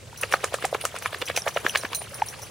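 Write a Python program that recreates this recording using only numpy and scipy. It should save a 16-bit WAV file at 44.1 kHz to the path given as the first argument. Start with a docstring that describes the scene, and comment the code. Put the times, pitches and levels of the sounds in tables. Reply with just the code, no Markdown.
"""A dog shakes its head on a lawn, about five swings a second. At each turn ears and lips slap the
skull and expel trapped air in short pulses; the ear tips crack like whips, the coat swishes by
friction and the collar tags ring in their natural modes. A wet pop of the jowls ends the shake.
The ground reflects the sound and the bushes scatter it; behind it lies a low outdoor rumble."""
import sys
import numpy as np
from scipy import signal
from scipy.fft import rfft, irfft, next_fast_len
from scipy.io import wavfile
from scipy.ndimage import uniform_filter1d, map_coordinates

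SR = 44100
rng = np.random.default_rng(int(sys.argv[2]) if len(sys.argv) > 2 else 0)


def to_wav(s):
    """Save 16-bit WAV."""
    ch = np.atleast_2d(s).T  # columns
    pcm = np.round(np.clip(ch, -1, 1) * 32767)  # PCM
    wavfile.write(sys.argv[1], SR, pcm.astype(np.int16))


N = 110250
T = np.arange(SR // 4) / SR  # time axis of one short event [s]

# spectrum of the outdoor rumble (frequency [Hz], level [dB])
RUMBLE_SPECTRUM = [(25, -39), (45, -15.5), (75, 1.5), (105, 4.5), (150, -1.5), (280, -14), (500, -11.5),
                   (1500, -41), (4000, -22.5), (8000, -21.5), (16000, -42)]
# likeness of the noise at left and right (frequency [Hz], correlation [0..1])
STEREO_COHERENCE = [(60, 0.89), (500, 0.61), (2000, 0.71), (5000, 0.58), (12000, 0.13)]
# sound scattered sideways by leaves (frequency [Hz], side over mid [dB])
LEAF_WIDTH = [(300, -38), (1500, -26), (3000, -23), (6000, -8.5), (12000, -3)]
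# envelope of the rustle of fur and grass (time [s], level [dB])
RUSTLE_ENVELOPE = [(0, -52), (.12, -49.5), (.22, -43.5), (.34, -42.5), (.9, -45.5), (1.3, -44.5),
                   (1.75, -41), (1.9, -47), (2.2, -42.5), (2.5, -45)]
# spectrum of that rustle (frequency [Hz], level [dB])
RUSTLE_SPECTRUM = [(150, -24), (450, 6), (1000, 1.5), (3000, -1), (6000, -10), (16000, -19)]
# natural modes of the large tag, the small tag and the ring (frequency [Hz], level [dB], T60 [s])
METAL_MODES = {"large": [(4071, -7.5, 0.12), (6180, -4, 0.091), (9210, -7.5, 0.25), (14000, -24, 0.13),
               (15400, -12, 0.11)], "small": [(9680, -0.5, 0.12), (14200, -15, 0.11)],
               "ring": [(5600, -6, 0.059), (6070, -5, 0.099), (10850, -13.5, 0.3), (14800, -22, 0.088)]}
# impacts on the collar's metal (time [s], level [dB], struck piece [name])
TAG_CLINKS = [(0.174, -33.5, "ring"), (0.211, -26.5, "small"), (0.323, -29.5, "ring"),
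              (0.81, -33.5, "small"), (1.022, -31, "ring"), (1.184, -39, "small"), (1.255, -31.5, "ring"),
              (1.364, -22.5, "ring"), (1.484, -31, "ring"), (1.684, -26, "ring"), (1.772, -27, "large"),
              (1.947, -20, "large"), (2.019, -35, "ring"), (2.142, -32, "small"), (2.26, -34.5, "small"),
              (2.285, -30, "ring"), (2.418, -31.5, "ring")]
# short chinks of the collar's links (time [s], level [dB])
LINK_CHINKS = [(0.329, -22.5), (1.4195, -22), (1.812, -26.5), (2.143, -29), (2.285, -29), (2.432, -30)]
# pops of air trapped under ears, lips and jowls (time [s], level [dB], pitch [Hz])
AIR_POPS = [(.128, -36.5, 850), (0.2343, -12.5, 2530), (0.3367, -16, 1404), (.585, -31, 1110),
            (0.6474, -16, 705), (1.6958, -17, 2960), (1.7575, -13, 1770), (1.9298, -24, 1020),
            (2.116, -37, 495), (2.2196, -10.5, 798), (2.392, -37, 830)]
# whip cracks of the ear tips (time [s], level [dB])
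EAR_CRACKS = [(0.328, -27.5), (0.4434, -18.5), (.542, -19), (0.6524, -18), (0.8524, -15), (0.9655, -32.5),
              (0.987, -27), (1.3624, -25), (1.3739, -17), (1.482, -27.5), (1.774, -20)]
# spectrum of a crack (frequency [Hz], level [dB])
CRACK_SPECTRUM = [(300, -33), (1200, -1), (3500, -9.5), (7000, 3), (10000, -2.5), (16000, -25)]
# hollow claps of the cheeks (time [s], level [dB], pitch [Hz])
CHEEK_CLAPS = [(0.237, -22, 496), (.340, -18.5, 430), (0.4405, -16.5, 470), (.524, -25.5, 655),
               (.541, -17.5, 490), (.641, -20, 407), (0.7284, -14.5, 570), (0.749, -17.5, 437),
               (.840, -22, 650), (.850, -21.5, 490), (0.9429, -26.5, 590), (1.1305, -26, 593),
               (1.2245, -24.5, 432), (1.2995, -20, 510), (1.375, -16.5, 670), (1.4654, -15, 640),
               (1.479, -24.5, 546), (1.5629, -13.5, 580), (1.573, -23.5, 480), (1.651, -19.5, 300),
               (1.665, -31, 390), (1.757, -15, 770), (1.836, -25, 550), (1.845, -27, 268),
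               (2.0185, -27, 660)]
# slaps of ears and lips (time [s], level [dB], pitch of the trapped air [Hz], flutter level [dB])
SKIN_SLAPS = [(0.2355, -19.5, 1680, -13), (0.3248, -7.5, 1550, -22), (.3395, -3, 1185, -7),
              (0.4415, -14, 1460, -13), (0.5416, -15, 1350, -11.5), (0.6257, -23, 1900, -21),
              (.6470, -10, 1600, -12), (0.7482, -11.5, 1280, -12.5), (0.8141, -33, 2900, -19),
              (0.8537, -15.5, 1740, -14.5), (0.955, -21.5, 1580, -26), (0.9639, -21.5, 1720, -23),
              (1.025, -37, 3120, -22), (1.0595, -9.5, 1310, -17), (1.129, -37, 1990, -21.5),
              (1.1455, -19.5, 1710, -17), (1.2175, -14, 2390, -20), (1.2227, -20, 2110, -11),
              (1.2852, -18, 2980, -17), (1.3003, -16, 1400, -21), (1.3655, -12, 2480, -15),
              (1.3758, -8.5, 1990, -16.5), (1.4743, -20, 1025, -13.5), (1.4793, -11.5, 1640, -18.5),
              (1.5721, -12.5, 1590, -9.5), (1.648, -22, 835, -20), (1.6655, -3.5, 1410, -11),
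              (1.7513, -51, 1640, -13), (1.7575, -1.5, 1780, -37), (1.835, -24.5, 1150, -29),
              (1.8524, -16.5, 1690, -13.5), (1.9325, -13.5, 2460, -30), (2.0191, -36, 1910, -31),
              (2.34, -56, 1850, -27.5)]


def amp(db):
    """Amplitude ratio of a level in decibels."""
    return 10 ** (np.asarray(db) / 20)


def unit(x):
    """Normalisation to an rms of 1."""
    return x / np.sqrt(np.mean(x ** 2) + 1e-20)


def along(points, hz):
    """Interpolation of (frequency, value) points on a logarithmic frequency axis."""
    frequencies, values = np.transpose(points)
    return np.interp(np.log(hz + 1), np.log(frequencies + 1), values)


def filtered(x, response):
    """Linear filtering: the spectrum of x is multiplied by a frequency response."""
    n = x.shape[-1]
    padded = next_fast_len(n + SR // 2)
    return irfft(rfft(x, padded) * response(np.fft.rfftfreq(padded, 1 / SR)), padded)[..., :n]


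def decay(t60_s):
    """Exponential damping by 60 dB in t60_s."""
    return amp(-60 * T / t60_s)


def add(track, s, sound):
    """Superposition: a sound is added to the track at s seconds."""
    part = track[max(round(s * SR), 0):][:len(sound)]
    part += sound[:len(part)]


def stereo_noise(spectrum):
    """Partial coherence: coloured noise of rms 1, nearly alike on both sides in the bass."""
    def mid_and_side(hz):
        angle = np.arccos(np.clip(along(STEREO_COHERENCE, hz), -1, 1)) / 2
        return amp(along(spectrum, hz)) * [np.cos(angle), np.sin(angle)]
    mid, side = filtered(rng.standard_normal((2, N)), mid_and_side)
    return unit(np.array([mid + side, mid - side]))


def pulse(hz, cycles, chirp_per_s=0):
    """Monopole radiation: pressure is the derivative of a brief flow that swells for `cycles` periods."""
    t = T[:SR // 20]
    age = t * hz / cycles
    flow = (age * np.exp(1 - age)) ** 3 * np.sin(2 * np.pi * hz * t * (1 + chirp_per_s * t))
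    return -np.gradient(flow) * SR / (2 * np.pi * hz)


def outdoor_rumble():
    """Stationary noise: a steady background with most of its power in the bass."""
    return amp(-46.5) * stereo_noise(RUMBLE_SPECTRUM)


def ground_and_bushes(x):
    """Reflection and scattering: the ground returns a dull copy, leaves add width, bushes a faint tail."""
    delay_s, reflection, dull_hz = .00172, .38, 6140
    x = filtered(x, lambda hz: 1 + reflection * np.exp(-2j * np.pi * hz * delay_s)
                 / (1 + (hz / dull_hz) ** 2))

    def scattered(t60_s):
        response = unit(rng.standard_normal(len(T)) * decay(t60_s)) / np.sqrt(len(T))
        return signal.fftconvolve(x, response)[:N]
    side = filtered(scattered(t60_s=.067), lambda hz: amp(along(LEAF_WIDTH, hz)))
    mid = x + amp(-17) * scattered(t60_s=.14)
    return np.array([mid + side, mid - side])


def coat_rustle():
    """Friction noise: fur and grass rustle in small patches of colour and swish with every slap."""
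    rise_s, fall_s, crinkle_db = .0083, .0098, 4
    t = np.arange(N) / SR
    swishes = [amp(db / 2) * np.exp(-np.maximum((t - s) / fall_s, (s - t) / rise_s))
               for s, db, *_ in SKIN_SLAPS]
    envelope = amp(np.interp(t, *np.transpose(RUSTLE_ENVELOPE))) + amp(-25) * np.max(swishes, axis=0)
    spectrogram = signal.stft(stereo_noise(RUSTLE_SPECTRUM), nperseg=256)[2]
    patches = uniform_filter1d(rng.standard_normal(spectrogram.shape[1:]), size=6, axis=0)
    patches = unit(uniform_filter1d(patches, size=3, axis=1))  # smooth in frequency, then in time
    crinkle = signal.istft(spectrogram * amp(crinkle_db * patches), nperseg=256)[1][:, :N]
    return envelope * unit(crinkle)


def clink(struck):
    """Modal vibration: after a tick the struck piece rings and shakes its neighbours; loose ones chatter."""
    neighbour_db, scatter_db, detune = -13, 3, .005
    chatter_db, chatter_per_s = 5, 250
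    knots_s = np.arange(chatter_per_s) / chatter_per_s
    scrape = unit(filtered(rng.standard_normal(len(T)), lambda hz: hz ** 2 / (hz ** 2 + 4500 ** 2)))
    out = amp(-7) * decay(t60_s=.055) * scrape
    for piece, modes in METAL_MODES.items():
        loose = piece != "large"
        flicker = np.interp(T, knots_s, rng.standard_normal(chatter_per_s))
        chatter = unit(amp(loose * chatter_db * flicker))
        for hz, mode_db, t60_s in modes:
            # a random walk of the phase broadens the spectral line
            drift = (.09 if loose else .045) * hz / 10000 * np.cumsum(rng.standard_normal(len(T)))
            phase = 2 * np.pi * hz * (1 + loose * detune * rng.normal()) * T + drift
            db = mode_db + neighbour_db * (piece != struck) + loose * scatter_db * rng.normal()
            out += amp(db) * decay(t60_s) * chatter * np.sin(phase)
    return out


def contact_envelope(db):
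    """Contact damping: lighter clinks start more softly and are smothered sooner by the fur."""
    force = amp(db / 2)
    rise_s = .0001 / force
    return amp(db) * (1 - np.exp(-T / rise_s)) * decay(t60_s=6.3 * force)


def collar():
    """Inelastic impacts: each clink rattles on in weaker bounces; links chink and jingle in between."""
    bounce_s, bounce_db, jingles_per_s = .008, -5, 50
    out = np.zeros(N)
    for s, db, struck in TAG_CLINKS:
        for bounce, chance in enumerate(rng.random(size=3)):
            delay_s = bounce_s * bounce * (.5 + chance)
            add(out, s + delay_s, contact_envelope(db + bounce_db * bounce) * clink(struck))
    for s, db in LINK_CHINKS:
        add(out, s, amp(db) * pulse(hz=5520, cycles=6.6))
    for s in np.arange(TAG_CLINKS[0][0], N / SR, 1 / jingles_per_s):  # stray contacts follow the rustle
        db = np.interp(s, *np.transpose(RUSTLE_ENVELOPE)) - 3 + rng.uniform(-8, 8)
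        onset_s = s + rng.random() / jingles_per_s
        add(out, onset_s, contact_envelope(db) * clink(rng.choice(["small", "ring"])))
    return out


def jowl_pops():
    """Cavity resonance: a pop clicks softly, then its air pocket rings with rising pitch."""
    out = np.zeros(N)
    for s, db, hz in AIR_POPS:
        cavity = pulse(hz, cycles=2.75, chirp_per_s=7.1)
        click = amp(-4) * pulse(2.4 * hz, cycles=.85)
        add(out, s, amp(db) * (cavity + click))
    return out


def ear_tip_cracks():
    """Whip action: an ear tip gives a broadband crack, then a short brush of fur."""
    envelope = decay(t60_s=.007) + amp(-18.5) * decay(t60_s=.15)
    out = np.zeros(N)
    for s, db in EAR_CRACKS:
        hiss = unit(filtered(rng.standard_normal(len(T)), lambda hz: amp(along(CRACK_SPECTRUM, hz))))
        add(out, s, amp(db) * hiss * envelope)
    return out


def skin_slaps():
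    """Air displacement: each slap expels one sharp pulse amid smaller contacts; the cheeks clap lower."""
    slap_cycles, clap_cycles = .51, .85
    flutter_lead_s, flutter_spread_s, flutter_octaves = .002069, .003, .58
    low_cut_hz, high_cut_hz = 86, 6600
    out = np.zeros(N)
    for s, db, hz, flutter_db in SKIN_SLAPS:
        add(out, s - slap_cycles / hz / 2, amp(db) * pulse(hz, slap_cycles))
        for lag, pitch, size in rng.standard_normal((9, 3)):
            contact_hz = hz * 2 ** (flutter_octaves * np.tanh(pitch))
            contact = np.tanh(2 * size) / 2 * pulse(contact_hz, cycles=.85)
            add(out, s - flutter_lead_s + flutter_spread_s * abs(lag), amp(flutter_db) * contact)
    for s, db, hz in CHEEK_CLAPS:
        add(out, s - clap_cycles / hz / 2, amp(db) * pulse(hz, clap_cycles))

    def band_pass(hz):
        return (1j * hz / (low_cut_hz + 1j * hz)) ** 2 / (1 + 1j * hz / high_cut_hz)
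    return amp(.5) * filtered(out, band_pass)


def scene():
    """Superposition: the dog, slightly right of centre, sounds over the distant rumble."""
    pan = amp([[-.5], [.5]])  # left, right [dB]
    head = ground_and_bushes(skin_slaps() + ear_tip_cracks()) + jowl_pops()
    return pan * head + coat_rustle() + outdoor_rumble() + pan * ground_and_bushes(collar())


def record(dry):
    """Saturation and band limiting: the hardest peak is rounded off and the highest treble removed."""
    ceiling, top_hz = .92, 15800
    rounded = dry / (1 + abs(dry / ceiling) ** 6) ** (1 / 6)
    return filtered(rounded, lambda hz: hz < top_hz)


dry = scene()
out = record(dry)
to_wav(out)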